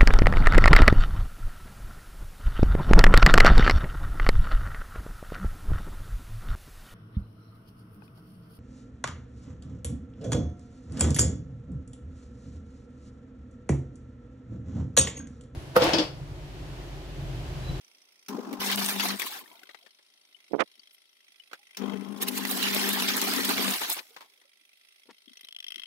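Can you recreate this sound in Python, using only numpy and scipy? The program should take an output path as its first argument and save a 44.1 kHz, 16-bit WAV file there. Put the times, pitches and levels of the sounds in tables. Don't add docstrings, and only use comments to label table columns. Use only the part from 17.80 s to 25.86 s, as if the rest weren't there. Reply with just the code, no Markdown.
import sys
import numpy as np
from scipy import signal
from scipy.fft import rfft, irfft
from scipy.io import wavfile
from scipy.ndimage import uniform_filter1d

SR = 44100
rng = np.random.default_rng(int(sys.argv[2]) if len(sys.argv) > 2 else 0)


def materialize(psi):
    bounded = np.clip(np.atleast_2d(psi).T, -1, 1)
    quanta = np.round(bounded * 32767).astype(np.int16)
    wavfile.write(sys.argv[1], SR, quanta)


N = 355446
LAG = 6
CREST = 3

# (frequency [Hz], density [dB])
RUSH_SPECTRUM = [(25, -36), (59, -32), (100, -28), (160, -19.5), (283, -6.5), (322, -5.5), (398, -9),
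                 (595, -17.5), (970, -8.5), (4020, -3), (7450, -14), (12900, -10.5), (16000, -15)]
# (time [s], rush [dB], gurgle against rush [dB], spray against rush [dB], left-right [dB])
CHURNS = [
    [(0.79, -75, -6, -12, 1.5), (0.804, -35.5, -14, -6, 1), (0.814, -37, 1, -8, 1),
     (0.876, -34.5, -10.5, -1, 3), (0.898, -34, -7.5, -11, 1), (0.93, -32.5, -6.5, -4, 3),
     (0.944, -37.5, -1, -4, -2.5), (0.952, -36, -1.5, -9, 0), (0.958, -49, 0, 1.5, -5.5),
     (0.97, -48, -4.5, 5, -1.5), (0.978, -35, -7, -6.5, -4), (0.992, -41, 6.5, -0.5, 8),
     (1.0, -36, -21.5, -5.5, -5), (1.016, -38, -2, 0.5, 4), (1.032, -33.5, -8.5, -6.5, 0),
     (1.05, -41, 0, 5.5, 6), (1.062, -38, -7.5, 7, -2), (1.078, -43.5, -6, 2.5, 9),
     (1.088, -33, -12, -1, 0), (1.168, -45.5, 2.5, -2, 0), (1.204, -34.5, -26, -15.5, 10),
     (1.232, -36.5, -6, -2.5, 2), (1.242, -36.5, 3, -1.5, 3), (1.286, -33, -8, -6.5, -0.5),
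     (1.314, -36.5, -1.5, -9, 0), (1.368, -50, -10, -3.5, 4.0), (1.386, -49.5, -6.5, -2, 1),
     (1.398, -34, -13.5, -4, 2), (1.41, -42, -6, -8.5, 9), (1.425, -37.5, -15.5, -8.5, 3),
     (1.446, -46, 1, 0, 6), (1.474, -39, -14.5, -7, 0), (1.496, -48.5, -2, -4, 2),
     (1.546, -41.5, -9.5, -4, 0.5), (1.57, -51.5, -1.5, -0.5, 5), (1.592, -48.5, -11, 0.5, -2),
     (1.634, -66, 6.5, -3, 5), (1.66, -68, 6.5, 3, 3.5)],
    [(4.37, -50, -6.5, -3.5, 0), (4.4, -65, 7, -6.5, 3), (4.41, -44.5, -13, -5.5, -4),
     (4.426, -35, -1.5, 6, 2), (4.458, -55, 5.5, -6, -1), (4.488, -32, -15, 1, 1.5),
     (4.504, -52, -2, -2.5, -3.5), (4.582, -37.5, -9, 1.5, 3), (4.592, -44.5, 2.5, -4.5, -2),
     (4.638, -42.5, -10, -4, 0), (4.654, -49, -13, -11, 6), (4.67, -45, -12, -5, 7),
     (4.7, -39, -5.5, 0.5, -2.5), (4.762, -39.5, -4, 2.5, -0.5), (4.82, -35, -7, -6.5, -2),
     (4.845, -31, -12, -8.5, -2.5), (4.882, -31.5, -9, -9, 0), (4.898, -37, -20, -6, -2),
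     (4.97, -34, -4, -4, 0.5), (5.266, -35, -8.5, -4.5, -0.5), (5.286, -29.5, -27, -9.5, -2),
     (5.358, -38, -2, -4.5, -1), (5.374, -36, -3.5, 1, 1.5), (5.39, -36, -6.5, -0.5, 2),
     (5.504, -34.5, -4.5, -3.5, 0), (5.68, -37, -8, -2, 1.0), (5.7, -32.5, -3, -5.5, 0),
     (5.758, -38.5, -10.5, -3.5, -1.5), (5.794, -35, -6, -2.5, -1), (5.96, -35.5, -5, -2.5, 0.5),
     (5.996, -42.5, -18.5, 0, 0), (6.016, -37.5, -0.5, -5.5, 3), (6.042, -35, -12, -6, 0),
     (6.074, -44, -7.5, -5.5, 1), (6.11, -40, -6.5, 3.5, 6), (6.126, -35.5, -17, 6, 3),
     (6.152, -50, -16.5, 2, -4), (6.172, -48, 1, -4.5, 10), (6.182, -45, -8, -2.5, -6),
     (6.192, -42.5, -8.5, -20, 11), (6.208, -59, -1, 1, 6), (6.23, -63, -8, -1, 0)],
]


def water():
    usual_gurgle_db, usual_spray_db = -10.5, -5
    hz, frame_t = grid(size=512)
    rush_db, gurgle_db, spray_db, pan_db = follow(settling_churns(), frame_t)
    drift_db = [.75 * wander(len(frame_t), span=9) for _ in range(2)]
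    gurgle_db = gurgle_db - usual_gurgle_db + drift_db[0]
    spray_db = spray_db - usual_spray_db + drift_db[1]
    tilt = np.clip((1600 - hz) / 600, 0, 1) * gurgle_db + np.clip((hz - 6000) / 2000, 0, 1) * spray_db
    gusts = 1.28 * evened(uniform_filter1d(rng.exponential(1, len(frame_t)) - 1, 3))
    hollows = 3.6 * patches(size=512, bins=2, frames=8)
    mottle = 2.47 * patches(size=512, bins=14, frames=5)
    rush = gain_of(3) * noise(spectrum(RUSH_SPECTRUM, hz) + tilt + mottle + hollows + gusts, 512, .051)
    t = np.arange(N) / SR
    rush_db, gurgle_db, spray_db, pan_db = (
        np.interp(t, frame_t, curve) for curve in (rush_db, gurgle_db, spray_db, pan_db))
    gurgle = bubbles(597.8, 2318, per_s=160, cycles=15.5, spread_db=3.55, glide=.045)
    fizz = bubbles(1488, 5980, per_s=320, cycles=12, spread_db=2.5)
    spray = bubbles(4600, 19000, per_s=600, cycles=2.9, spread_db=5.5)
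    mix = rush + gain_of(gurgle_db / 2 - 17) * gurgle + gain_of(-11) * fizz
    mix += gain_of(spray_db - 16.5) * spray
    gate = churning(t, fade_s=.0071)
    mid_rms = np.sqrt(np.sum(gate * band(mix.mean(0), 1200, 7000) ** 2) / np.sum(gate))
    return gate * gain_of(rush_db) * sides(pan_db) * mix / mid_rms


def settling_churns(tail_s=.43, drop_db=21):
    return [rows + [(rows[-1][0] + tail_s, rows[-1][1] - drop_db, *rows[-1][2:])] for rows in CHURNS]


def churning(t, fade_s):
    return sum(np.clip(np.minimum(t - rows[0][0], rows[-1][0] - t) / fade_s, 0, 1)
               for rows in settling_churns())


def bubbles(lo_hz, hi_hz, per_s, cycles, spread_db, glide=.013):
    out = np.zeros((2, N + 8000))
    draws = rng.random((int(per_s * N / SR), 4))
    for place, pitch, rank, side in draws[churning(draws[:, 0] * N / SR, fade_s=.01) > 0]:
        hz = lo_hz * (hi_hz / lo_hz) ** pitch
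        age = np.arange(int(4 * cycles / hz * SR)) / SR * hz / cycles
        tone = np.sin(2 * np.pi * cycles * (age + glide * age ** 2))
        envelope = age ** .17 * np.exp(-2 * age)
        strength = np.sqrt(hz) * gain_of(-spread_db * np.log(rank + .02))
        add(out, place * N / SR, np.sqrt([[side], [1 - side]]) * strength * envelope * tone)
    return evened(np.array([np.roll(out[0], LAG), out[1]])[:, :N])


# (time [s], level [dB], brightness [dB], t60 [s], left-right [dB], ring [Hz])
TUB_SLAPS = [(0.7277, -29, -6, 0.079, -3.5, 600), (0.8066, -32, -10, 0.056, -6, 1500),
             (0.8989, -22.5, -7, 0.041, -5, 3530), (0.914, -21, 2, 0.026, 2, 3320),
             (0.9584, -20.5, 14, 0.012, 6, 5090), (0.9981, -32, 1, 0.044, 4, 3120),
             (1.1967, -14, -4.5, 0.04, -1.5, 2600), (1.206, -20, -4, 0.026, -6, 4240),
             (1.258, -20, -7, 0.03, 7, 2300), (1.3962, -23.5, 2, 0.056, 9, 2450),
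             (1.4177, -19.5, -4, 0.061, 3, 2040), (1.4594, -36, 18, 0.15, 0, 1110),
             (1.8327, -38, -4, 0.028, 11, 1500), (1.8904, -42, -15.5, 0.08, 11, 2040),
             (1.945, -40, -20.5, 0.046, 13.5, 2160), (2.0614, -46.5, -12, 0.069, 15, 1800),
             (2.19, -55.5, -20, 0.072, 5, 1800), (3.7135, -44.5, -20, 0.061, -7, 1110),
             (3.7309, -28.5, -13.5, 0.064, -1, 1500), (4.4218, -47, 10, 0.042, -6, 1040),
             (4.4832, -26, 12, 0.019, 3, 2450), (4.5516, -36, -1, 0.034, 0, 3120),
             (4.575, -18.5, -4, 0.026, -3, 6500), (4.6503, -17.5, -7, 0.047, -7.5, 2040),
             (4.711, -23, 12, 0.035, 2, 1170), (4.8274, -16.5, -1.5, 0.034, -7, 3750),
             (4.885, -21, 1, 0.033, 0, 3320), (4.911, -20, -6, 0.03, 0, 2040),
             (4.946, -19, 9.5, 0.029, -3, 2300), (5.0894, -21, 9.5, 0.03, 0, 1330),
             (5.1294, -25, 13, 0.044, 3, 3120), (5.222, -15, -3, 0.03, -2, 2760),
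             (5.285, -15, -11, 0.021, 8, 3320), (5.303, -15, -8, 0.029, 3, 5410),
             (5.3662, -27, 18, 0.038, -13, 1500), (5.415, -17, 4, 0.028, -3, 6500),
             (5.489, -32, 3, 0.03, -2, 2040), (5.536, -15, 1, 0.029, -3, 1040),
             (5.648, -25, 14, 0.032, -5, 2940), (5.69, -16.5, 0.5, 0.043, -4.5, 1500),
             (5.779, -18, -6, 0.049, 0, 2300), (5.879, -14.5, -17, 0.028, 1, 1500),
             (5.9094, -21, 17, 0.014, -4, 6500), (6.0144, -22, -18.5, 0.048, 1.5, 870),
             (6.0975, -26, 11, 0.041, -11, 920), (6.124, -31, 5, 0.025, 0, 6110),
             (6.1664, -28, -7, 0.088, -2, 920), (6.1898, -27, -6, 0.058, 0, 4240),
             (6.3634, -33, -14, 0.082, 5.5, 1040), (6.4073, -36, -11, 0.13, 1, 980),
             (6.6144, -53, -13, 0.092, 7, 2040)]


def slap(level_db, bright_db, t60, pan_db, ring_hz):
    t = np.arange(int(.2 * SR)) / SR
    mid_noise, low_noise, high_noise = (ports(*pair, .15) for pair in rng.standard_normal((3, 2, t.size)))
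    pocket_hz = ring_hz / 1.18, ring_hz * 1.18
    ring = gain_of(-2.5) * evened(band(band(mid_noise, *pocket_hz), *pocket_hz))
    lows = gain_of(-9.5 - .61 * bright_db) * evened(band(low_noise, 300, 2400))
    mids = gain_of(-4.5) * evened(band(mid_noise, 1500, 4900))
    highs = gain_of(min(bright_db, 12)) * evened(band(high_noise, 8500, 20000))
    lumps = gain_of(1.4 * jitter(t.size, span=100))
    crack = (1 - np.exp(-t / .00091)) * (1 + .95 * np.exp(-t / .0011))
    decay = gain_of(level_db - 60 * t / t60) / CREST
    return sides(pan_db)[:, None] * crack * decay * lumps * (ring + lows + mids + highs)


# (time [s], level [dB], pitch [Hz], t60 [s], left-right [dB])
DRIPS = [(1.466, -26.5, 1050, 0.021, 4), (1.609, -45, 1040, 0.06, 1), (1.659, -46.5, 1790, 0.026, 16),
         (1.712, -54, 966, 0.11, 13), (1.739, -59, 885, 0.18, 3), (1.771, -50, 3710, 0.024, 13),
         (1.832, -43, 1500, 0.022, 15), (1.893, -39.5, 1900, 0.017, 14.5), (2.546, -52, 2980, 0.041, 30),
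         (2.994, -46.5, 4580, 0.03, 20), (3.599, -48.5, 2960, 0.047, 24.5), (3.791, -64, 806, 0.14, 7.5),
         (6.094, -36, 864, 0.033, 12), (6.167, -39, 965, 0.02, 27), (7.48, -41.5, 3231, 0.017, 14.5),
         (7.643, -44, 3800, 0.026, 19)]


def drip(level_db, hz, t60, pan_db):
    t = np.arange(int(.15 * SR)) / SR
    tone = np.sin(2 * np.pi * hz * (t + .5 * t ** 2)) * (1 - np.exp(-t / .0013))
    return sides(pan_db)[:, None] * gain_of(level_db - 60 * t / t60) * tone


def trickle(level_db=-62.5, t60=2.65):
    since_off = np.arange(N) / SR - np.array(MOTOR_RUNS)[:, 3:4]
    fade = np.clip(since_off / .23, 0, 1) * gain_of(level_db - 60 * np.maximum(since_off, 0) / t60)
    return fade.sum(0) * bubbles(333, 1400, per_s=110, cycles=14, spread_db=10.4, glide=.029)


# (pitch [Hz], level [dB], change while slack [dB], blur [Hz], waver [dB])
HUM_PARTIALS = [(199.5, 7, 1, 1.21, 2.5), (249, 1.5, -5.5, 0.17, 2), (275.7, 0.5, -2, 12, 2),
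                (396, -4.5, -4.5, 6.8, 3), (606, -19.5, 1.5, 18, 2), (807, -13, -3.5, 6.7, 1),
                (1045, -16, 2, 25, 3), (1297, -24, 5.5, 40, -2)]


def hum_partials(t, waver_s=.048):
    partials = []
    for hz, db, _, blur_hz, waver_db in HUM_PARTIALS:
        level = gain_of(db + waver_db * wander(N, round(waver_s * SR)))
        phase = 2 * np.pi * (hz * t + rng.random()) + phase_blur(N, blur_hz)
        partials.append(level * np.sqrt(2) * np.sin(phase))
    return np.array(partials)


# (frequency [Hz], density [dB])
RUMBLE_SPECTRUM = [(18, -65), (30, -41.5), (140, -5), (185, -24.5), (240, 4), (290, -5.5), (340, -31.5),
                   (400, 4), (500, -15.5), (1080, -21.5), (1530, -25.5), (3330, -26.5), (5200, -47),
                   (8800, -100)]
# (frequency [Hz], density [dB])
GRIND_SPECTRUM = [(200, -25.5), (500, -11), (900, 2.5), (1500, -8), (2000, -18.5), (2500, -20.5),
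                  (6000, -20), (8000, -28.5), (16000, -28)]
# (on [s], spin-up [s], water moves [s], off [s], hum [dB], strain [dB], strain length [s],
# lowest partial while slack [dB, doubles as the strain ends], upper partials under load [dB],
# rumble [dB], grind [dB], left-right at start [dB], left-right at end [dB])
MOTOR_RUNS = [(0.478, 0.016, 0.8, 1.355, -47, 2.5, 0.11, -6, -6.5, -55, -49, 7.5, 12.5),
              (3.96, 0.058, 4.42, 5.915, -53, 7.5, 0.2, -1, 2, -53.5, -55.5, 21, 21)]


def motor(mains_hz=49, take_up_s=.02, cut_s=.025, coast_s=.047):
    t = np.arange(N) / SR
    hz, _ = grid(size=1024)
    knock = 1 + .5 * np.cos(2 * np.pi * mains_hz * t)
    rumble_colour = spectrum(RUMBLE_SPECTRUM, hz) + 2.5 * patches(size=1024, bins=5, frames=4)
    rumble = knock * noise(rumble_colour, size=1024, likeness=.8)
    rumble *= gain_of(4 * wander(N, round(.017 * SR)))
    grind_colour = spectrum(GRIND_SPECTRUM, hz) + patches(size=1024, bins=6, frames=5)
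    grind = knock * noise(grind_colour, size=1024, likeness=.21)
    partials, slack_change_db = hum_partials(t), np.array(HUM_PARTIALS)[:, 2:3]
    out = np.zeros((2, N))
    for (on, spin_up, moving, off, hum_db, strain_db, strain_s, slack_db, upper_db,
         rumble_db, grind_db, *pan_db) in MOTOR_RUNS:
        span = slice(int(on * SR), int((off + 8 * coast_s) * SR))
        now = t[span]
        cut = np.clip(1 + (off - now) / cut_s, 0, 1) ** 2
        coast = gain_of(-17) * np.exp(np.minimum(off - now, 0) / coast_s)
        power = np.clip((now - on) / spin_up, 0, 1) ** 2 * np.maximum(cut, coast)
        strain = np.exp(-((now - on) / strain_s) ** 8)
        slack = np.clip((moving - now) / take_up_s, 0, 1)
        tones = gain_of(slack_change_db * slack) * partials[:, span]
        hum = gain_of(slack_db * slack * (2 - strain)) * tones[0]
        hum += gain_of(upper_db * (1 - slack)) * tones[1:].sum(0)
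        push_db = strain_db * strain
        body = gain_of(hum_db + push_db) * hum + gain_of(rumble_db + .66 * push_db) * rumble[:, span]
        body *= sides(np.interp(now, [on, off], pan_db))
        out[:, span] = power * (body + gain_of(grind_db + push_db) * grind[:, span])
    return out


# (time [s], level [dB], brightness [dB], t60 [s], left-right [dB], ring [Hz])
SWITCH_SNAPS = [(.4833, -28, -2, 0.085, 0.5, 5250), (3.9694, -26.5, -4.5, 0.09, 1.5, 5380)]


def switch_snap(*settings):
    return slap(*settings)


# (time [s], swings [count], early lead [share of tooth], late lead [share of tooth])
GEAR_TEETH = [(.0095, 0, .025, .025), (.888, 25, .035, .035), (1.335, 37, .035, .035),
              (2.2258, 60, .05, .025), (3.072, 82, .06, .025), (3.9465, 105, .035, .035),
              (4.83, 128, .035, .035), (6.115, 162, .035, .035), (7.0112, 185, .027, .054),
              (7.882, 208, .027, .054), (8.78, 231, 0, 0)]


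def swing_times(swings):
    times, counts, early, late = np.transpose(GEAR_TEETH)
    teeth = np.arange(len(times))
    place = np.interp(swings, counts, teeth)
    tooth, along = place.astype(int), place % 1
    lead = along * (1 - along) * (early[tooth] + (late - early)[tooth] * along)
    return np.interp(place - lead, teeth, times)


# (pitch [Hz], blur [Hz], level on a tick [dB], level on a tock [dB])
CASE_MODES = [(1227, 110, -17.5, -21.5), (1725, 63, -23.5, -23.5), (2047, 29, -6, -6), (2610, 85, -13, -11),
              (2651, 52, -1.5, -3.5), (2985, 160, 2.5, -14.5), (3237, 47, 4, 1.5), (3780, 90, -9, -1.5),
              (4200, 100, -3, -7), (4980, 83, -6, -7.5), (5620, 110, -2.5, -13.5),
              (5950, 220, -19.5, -27.5), (8400, 400, -28, -24.5), (8700, 240, -13.5, -19),
              (10020, 230, -10.5, -10.5), (12000, 400, -22, -17), (13100, 630, -13, -26),
              (15000, 300, -22.5, -26.5)]
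# (time [s], level [dB])
TOCK_RIDE = [(0, -0.5), (2.5, -1.5), (3.3, -1.5), (6.6, 0), (7.5, 0), (7.7, -2.5), (7.9, 3.5), (8.0, 2.5),
             (8.06, -4)]


def escapement(nearness, scatter_db=2, far_wobble=.018, port_turns=.13):
    t, delay = np.arange(800) / SR, np.array([LAG, 0])[:, None, None] / SR
    hz, blur_hz, *strength_db = np.transpose(CASE_MODES)[:, :, None]
    knob, upper, treble, top = abs(hz - 3150) < 300, abs(hz - 4050) < 400, abs(hz - 5500) < 1000, hz > 7000
    groups = [~(knob | upper | treble | top), knob, upper, treble, top]
    stems = np.zeros((5, 2, N), dtype="f4")
    tick, tock = (.007, .0045, .49, .011, .0004), (.57, .008, .1, .012, .0018)
    for is_tock, (swing_share, chatter_s, blow, ring_s, rise_s) in enumerate([tick, tock]):
        chatter = np.exp(-t / ring_s) / (1 + np.exp((t - chatter_s) / .0019))
        envelope = blow * np.exp(-t / .0038) + chatter + .04 * np.exp(-t / .014)
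        envelope *= (1 - np.exp(-t / rise_s)) * np.cos(np.pi / 2 * t / t[-1])
        for at in swing_times(np.arange(214) + swing_share):
            chance = rng.standard_normal((3, len(hz), 1))
            near = nearness[min(round(at * SR), N - 1)]
            pitch = hz * (1 + far_wobble * (1 - near) * chance[2])
            blur = phase_blur((len(hz), t.size), blur_hz * (1 + 1.6 * (1 - near) ** 2))
            turns = pitch * (t - delay) + chance[0] + port_turns * chance[1] * (delay > 0)
            rings = np.sin((2 * np.pi * turns + blur).astype("f4"))
            ride_db = is_tock * follow([TOCK_RIDE], at)[0]
            rings *= gain_of(strength_db[is_tock] + ride_db + scatter_db * (chance[0] + .34 * chance[1:]))
            bounces = 1 + .092 * jitter(t.size, span=25)
            damping = np.exp(-near ** 2 * t / .009)
            for stem, modes in zip(stems, groups):
                add(stem, at, (rings * modes).sum(1) * envelope * bounces * damping)
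    return [evened(stem) for stem in stems]


# (time [s], level [dB], rings below 3 kHz [dB], near 4 kHz [dB],
# at 5-6 kHz [dB], above 7 kHz [dB], left-right [dB], nearness to the knob [0-1])
TIMER_PERSPECTIVE = [(0, -64, -1, -12, 3.5, -5, -4, 0.07), (.25, -64.5, -1.5, -8, 1.5, -7, -2, 0),
                     (.45, -65, -1, -20, 6.5, -5, -2, 0), (1.9, -57, 0.5, 1, -5, -13, 2, 0.2),
                     (2.25, -65.5, -7.5, -0.5, 2, -8, 4, 0.2), (2.6, -63.5, 2, 0.5, -2, -8.5, 0.5, 0.1),
                     (3.05, -59, -3, -2, 1, -5, 2.5, 0.4), (3.3, -66, -1.5, -5, -2, -8, 7, 0.2),
                     (3.55, -60, 1, -3, -2, -8, -5, .2), (3.8, -62.5, 0, -7, -2.5, -5, -3, .1),
                     (4.1, -49, 4.5, -6, -7, -11, 7.5, 0.3), (4.35, -56.5, -3, -7, -1, 2, -3, 0.3),
                     (6.5, -63, -2.5, -3.5, -3, -8, -1, 0.1), (6.8, -64.5, 1, -4, -4, -5, -3.5, 0.2),
                     (7.1, -62.5, 1.5, -4, -3, -4.5, -3.5, 0.2), (7.45, -61.5, -2, 1.5, 0, -6.5, 1, 0.4),
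                     (7.62, -49.5, -1, -2, -2, -4, 0.5, 0.6), (7.75, -47.5, -2, -3, -0.5, -5, 3, 0.96),
                     (7.92, -43, -1.5, -5.5, 0, -7, 5.5, 0.8), (8.06, -42, -4, -3.5, -11, -13, 6.5, 0.7)]


def timer():
    t = np.arange(N) / SR
    level_db, low_db, upper_db, treble_db, top_db, pan_db, near = follow([TIMER_PERSPECTIVE], t)
    knob_db = -10 + 22 * near
    faders_db = low_db, knob_db, upper_db, treble_db, top_db
    direct = sum(gain_of(db) * stem for db, stem in zip(faders_db, escapement(near)))
    echoes = ports(*rng.standard_normal((2, 800)), .62) * np.exp(-t[:800] / .0062)
    smeared = signal.oaconvolve(direct, echoes / np.linalg.norm(echoes[0]), axes=1)[:, :N]
    return gain_of(level_db) * sides(pan_db) * ((.2 + .12 * near) * direct + .52 * (1 - near) * smeared)


# (time [s], level [dB], length [s], left-right [dB], pitch [Hz])
KNOCKS_AND_BUMPS = [(.49, -33, 0.017, -12, 260), (.535, -21.5, 0.026, 5, 233), (.572, -24.5, 0.041, 3, 390),
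                    (.575, -26, 0.042, 7, 267), (.64, -28.5, 0.087, 3, 270), (.7, -21.5, 0.058, 5, 270),
                    (.785, -28, .018, 4, 85), (.946, -32, 0.02, 8, 84.5), (1.188, -37, .018, 8, 85),
                    (1.335, -36, 0.015, 4, 260), (2.966, -65, 0.04, 15, 260), (3.115, -52, .055, -4, 11000),
                    (3.483, -68, 0.023, -13, 260), (4.415, -32, .03, 5, 70), (5.765, -39, 0.024, 8.5, 70),
                    (6.8, -72, 0.041, -19.5, 260), (7.27, -58, 0.081, 18, 250),
                    (7.472, -55, 0.019, 27, 244), (7.485, -65, .055, 28.5, 250),
                    (7.633, -56.5, 0.0088, 17, 262), (7.944, -57, 0.069, 19, 267)]


def bump(level_db, length_s, pan_db, hz):
    narrow = band(ports(*rng.standard_normal((2, 8000)), .61), hz / 1.2, hz * 1.2)
    steady = evened(band(narrow, hz / 2, min(hz * 2, SR / 2.2)))
    puff = steady[:, 2000:2000 + int(length_s * SR)]
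    return sides(pan_db)[:, None] * gain_of(level_db) / CREST * puff * np.hanning(puff.shape[1])


# (peak time [s], level [dB], rise [s], fall [s], brightest cutoff [Hz],
# fastest slips [1/s], left against right [dB])
FINGER_STROKES = [(2.72, -38, 0.017, 0.022, 309, 150, -48), (2.737, -18, 0.0062, .036, 745, 160, -57),
                  (2.808, -13, .022, 0.024, 2340, 940, -54), (7.262, -73, 0.0097, .012, 500, 327, 8),
                  (7.297, -58, .018, .02, 904, 1500, 9), (7.312, -60, 0.012, 0.013, 3500, 4000, 3)]


def finger_rub(light_hz=274.7, light_slips_per_s=120):
    t = np.arange(N) / SR
    at, peak_db, rise, fall, peak_hz, fastest, left_db = np.transpose(FINGER_STROKES)[:, :, None]
    from_peak = np.where(t < at, (at - t) / rise, (t - at) / fall) ** 2
    pressure = np.exp(-1.7 * from_peak)
    strokes = gain_of(peak_db - 21 * from_peak)
    slips_per_s = light_slips_per_s + ((fastest - light_slips_per_s) * pressure).sum(0)
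    slips = np.cumsum(slips_per_s * np.exp(.5 * jitter(N, span=150))) / SR
    jerks = np.diff(np.floor(slips), prepend=0) * rng.uniform(-.8, 1, N) + .008 * rng.standard_normal(N)
    hz, frame_t, frames = signal.stft(jerks, SR, nperseg=256, noverlap=192)
    hz = hz[:, None]
    cutoff_hz = np.interp(frame_t, t, light_hz + ((peak_hz - light_hz) * pressure).sum(0))
    colour_db = -np.minimum(4.96 * (hz / cutoff_hz) ** 1.5, 70) - 10 * np.log10(1 + (220 / (hz + 1)) ** 8)
    boom_db = 9 * np.exp(-((hz - 350) / 130) ** 2) * np.minimum(700 / cutoff_hz, 1)
    scrape = signal.istft(frames * gain_of(colour_db + boom_db), nperseg=256, noverlap=192)[1][:N]
    scrape *= strokes.sum(0) / np.sqrt(uniform_filter1d(scrape ** 2, 800))
    balance = gain_of([left_db[strokes.argmax(0), 0], np.zeros(N)])
    return .3 * np.tanh(scrape / .3) * balance


# (frequency [Hz], density [dB])
AIR_SPECTRUM = [(18, -40), (30, -22), (115, -15.5), (384, -5), (449, -9), (1540, -11), (2060, -6),
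                (3220, -.5), (5590, -8), (7090, -19), (9220, -7.5), (14400, -18), (16000, -30)]
# (time [s], below 1.5 kHz [dB], above [dB]); the highs fall away after 7.6 s
AIR_RIDE = [(0, 6, 2), (.5, 3.5, -2), (2.1, 1, 0), (2.6, 3, 1.5), (3.3, -2, 0), (3.9, 0.5, 1),
            (6.6, -2.5, -1.5), (7.1, -6, 1.5), (7.55, -2, -1), (7.68, -2, -6), (8.06, -2, -5)]
# (frequency [Hz], likeness at the two ports [0-1])
AIR_LIKENESS = [(60, .9), (500, .75), (2000, 0.8), (8000, 0)]
# (pitch [Hz], level [dB])
AIR_TONES = [(398.4, -95.5), (597.5, -94.5), (1351, -93)]


def room(level_db=-70.5):
    hz, frame_t = grid(size=1024)
    low_db, high_db = follow([AIR_RIDE], frame_t)
    low_share = np.clip((2000 - hz) / 1000, 0, 1)
    high_db = high_db + 2 * patches(size=1024, bins=40, frames=6)
    colour_db = spectrum(AIR_SPECTRUM, hz) + low_share * low_db + (1 - low_share) * high_db
    left, other = rfft(noise(colour_db, size=1024))
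    likeness = spectrum(AIR_LIKENESS, np.fft.rfftfreq(N, 1 / SR))
    earlier = np.exp(2j * np.pi * LAG * np.fft.rfftfreq(N))
    right = likeness * left * earlier + np.sqrt(1 - likeness ** 2) * other
    air = gain_of(level_db) * irfft([left, right], N)
    for tone_hz, db in AIR_TONES:
        drift = .012 * np.cumsum(rng.standard_normal(N))
        air += gain_of(db) * np.sqrt(2) * np.sin(2 * np.pi * tone_hz * np.arange(N) / SR + drift)
    return air


def gain_of(db):
    return 10 ** (np.asarray(db) / 20)


def evened(x):
    return x / np.sqrt(np.mean(x ** 2) + 1e-20)


def spectrum(points, hz):
    point_hz, value = np.transpose(points)
    return np.interp(np.log(hz + 1), np.log(point_hz + 1), value)


def follow(tables, t):
    times, *columns = np.transpose([row for table in tables for row in table])
    return [np.interp(t, times, column) for column in columns]


def sides(pan_db):
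    return gain_of(np.array([pan_db, -pan_db]) / 2)


def ports(shared, other, likeness):
    return np.array([np.roll(shared, LAG), likeness * shared + np.sqrt(1 - likeness ** 2) * other])


def add(mix, start_s, sound):
    part = mix[..., round(start_s * SR):][..., :sound.shape[-1]]
    part += sound[..., :part.shape[-1]]


def band(x, lo_hz, hi_hz):
    return signal.sosfilt(signal.butter(2, [lo_hz, hi_hz], "bandpass", fs=SR, output="sos"), x)


def grid(size):
    return np.fft.rfftfreq(size, 1 / SR)[:, None], np.arange(N * 4 // size + 5) * size / 4 / SR


def noise(field_db, size, likeness=0.):
    real, imag = rng.standard_normal((N * 4 // size + 5, size // 2 + 1, 2, 2), dtype="f4").T
    frames = (real + 1j * imag) * gain_of(field_db).astype("f4")
    pair = signal.istft(frames, nperseg=size, noverlap=size * 3 // 4)[1][:, :N]
    return evened(ports(*pair, likeness))


def patches(size, bins, frames):
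    field = rng.standard_normal((N * 4 // size + 5, size // 2 + 1)).T
    return evened(uniform_filter1d(uniform_filter1d(field, bins, 0), frames, 1))


def jitter(count, span):
    return evened(uniform_filter1d(rng.standard_normal(count), span))


def wander(count, span):
    return evened(uniform_filter1d(jitter(count, span), span))


def phase_blur(shape, width_hz):
    return np.cumsum(rng.standard_normal(shape, dtype="f4"), -1) * np.sqrt(2 * np.pi * width_hz / SR)


def scene():
    mix = timer() + motor() + water() + trickle() + finger_rub() + room()
    hits = [(TUB_SLAPS, slap), (SWITCH_SNAPS, switch_snap), (DRIPS, drip), (KNOCKS_AND_BUMPS, bump)]
    for cues, sound in hits:
        for at, *settings in cues:
            add(mix, at, sound(*settings))
    return mix


def record(dry, edge_hz=15800):
    thin = signal.sosfilt(signal.butter(4, 150, "highpass", fs=SR, output="sos"), dry) + .19 * dry
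    top = signal.sosfilt(signal.butter(2, 7000, "highpass", fs=SR, output="sos"), thin)
    band_limit = signal.firwin(511, edge_hz, window=("kaiser", 9), fs=SR)
    return signal.oaconvolve(thin + [[-.15], [.15]] * top, band_limit[None], "same")


dry = scene()
out = record(dry)
materialize(out)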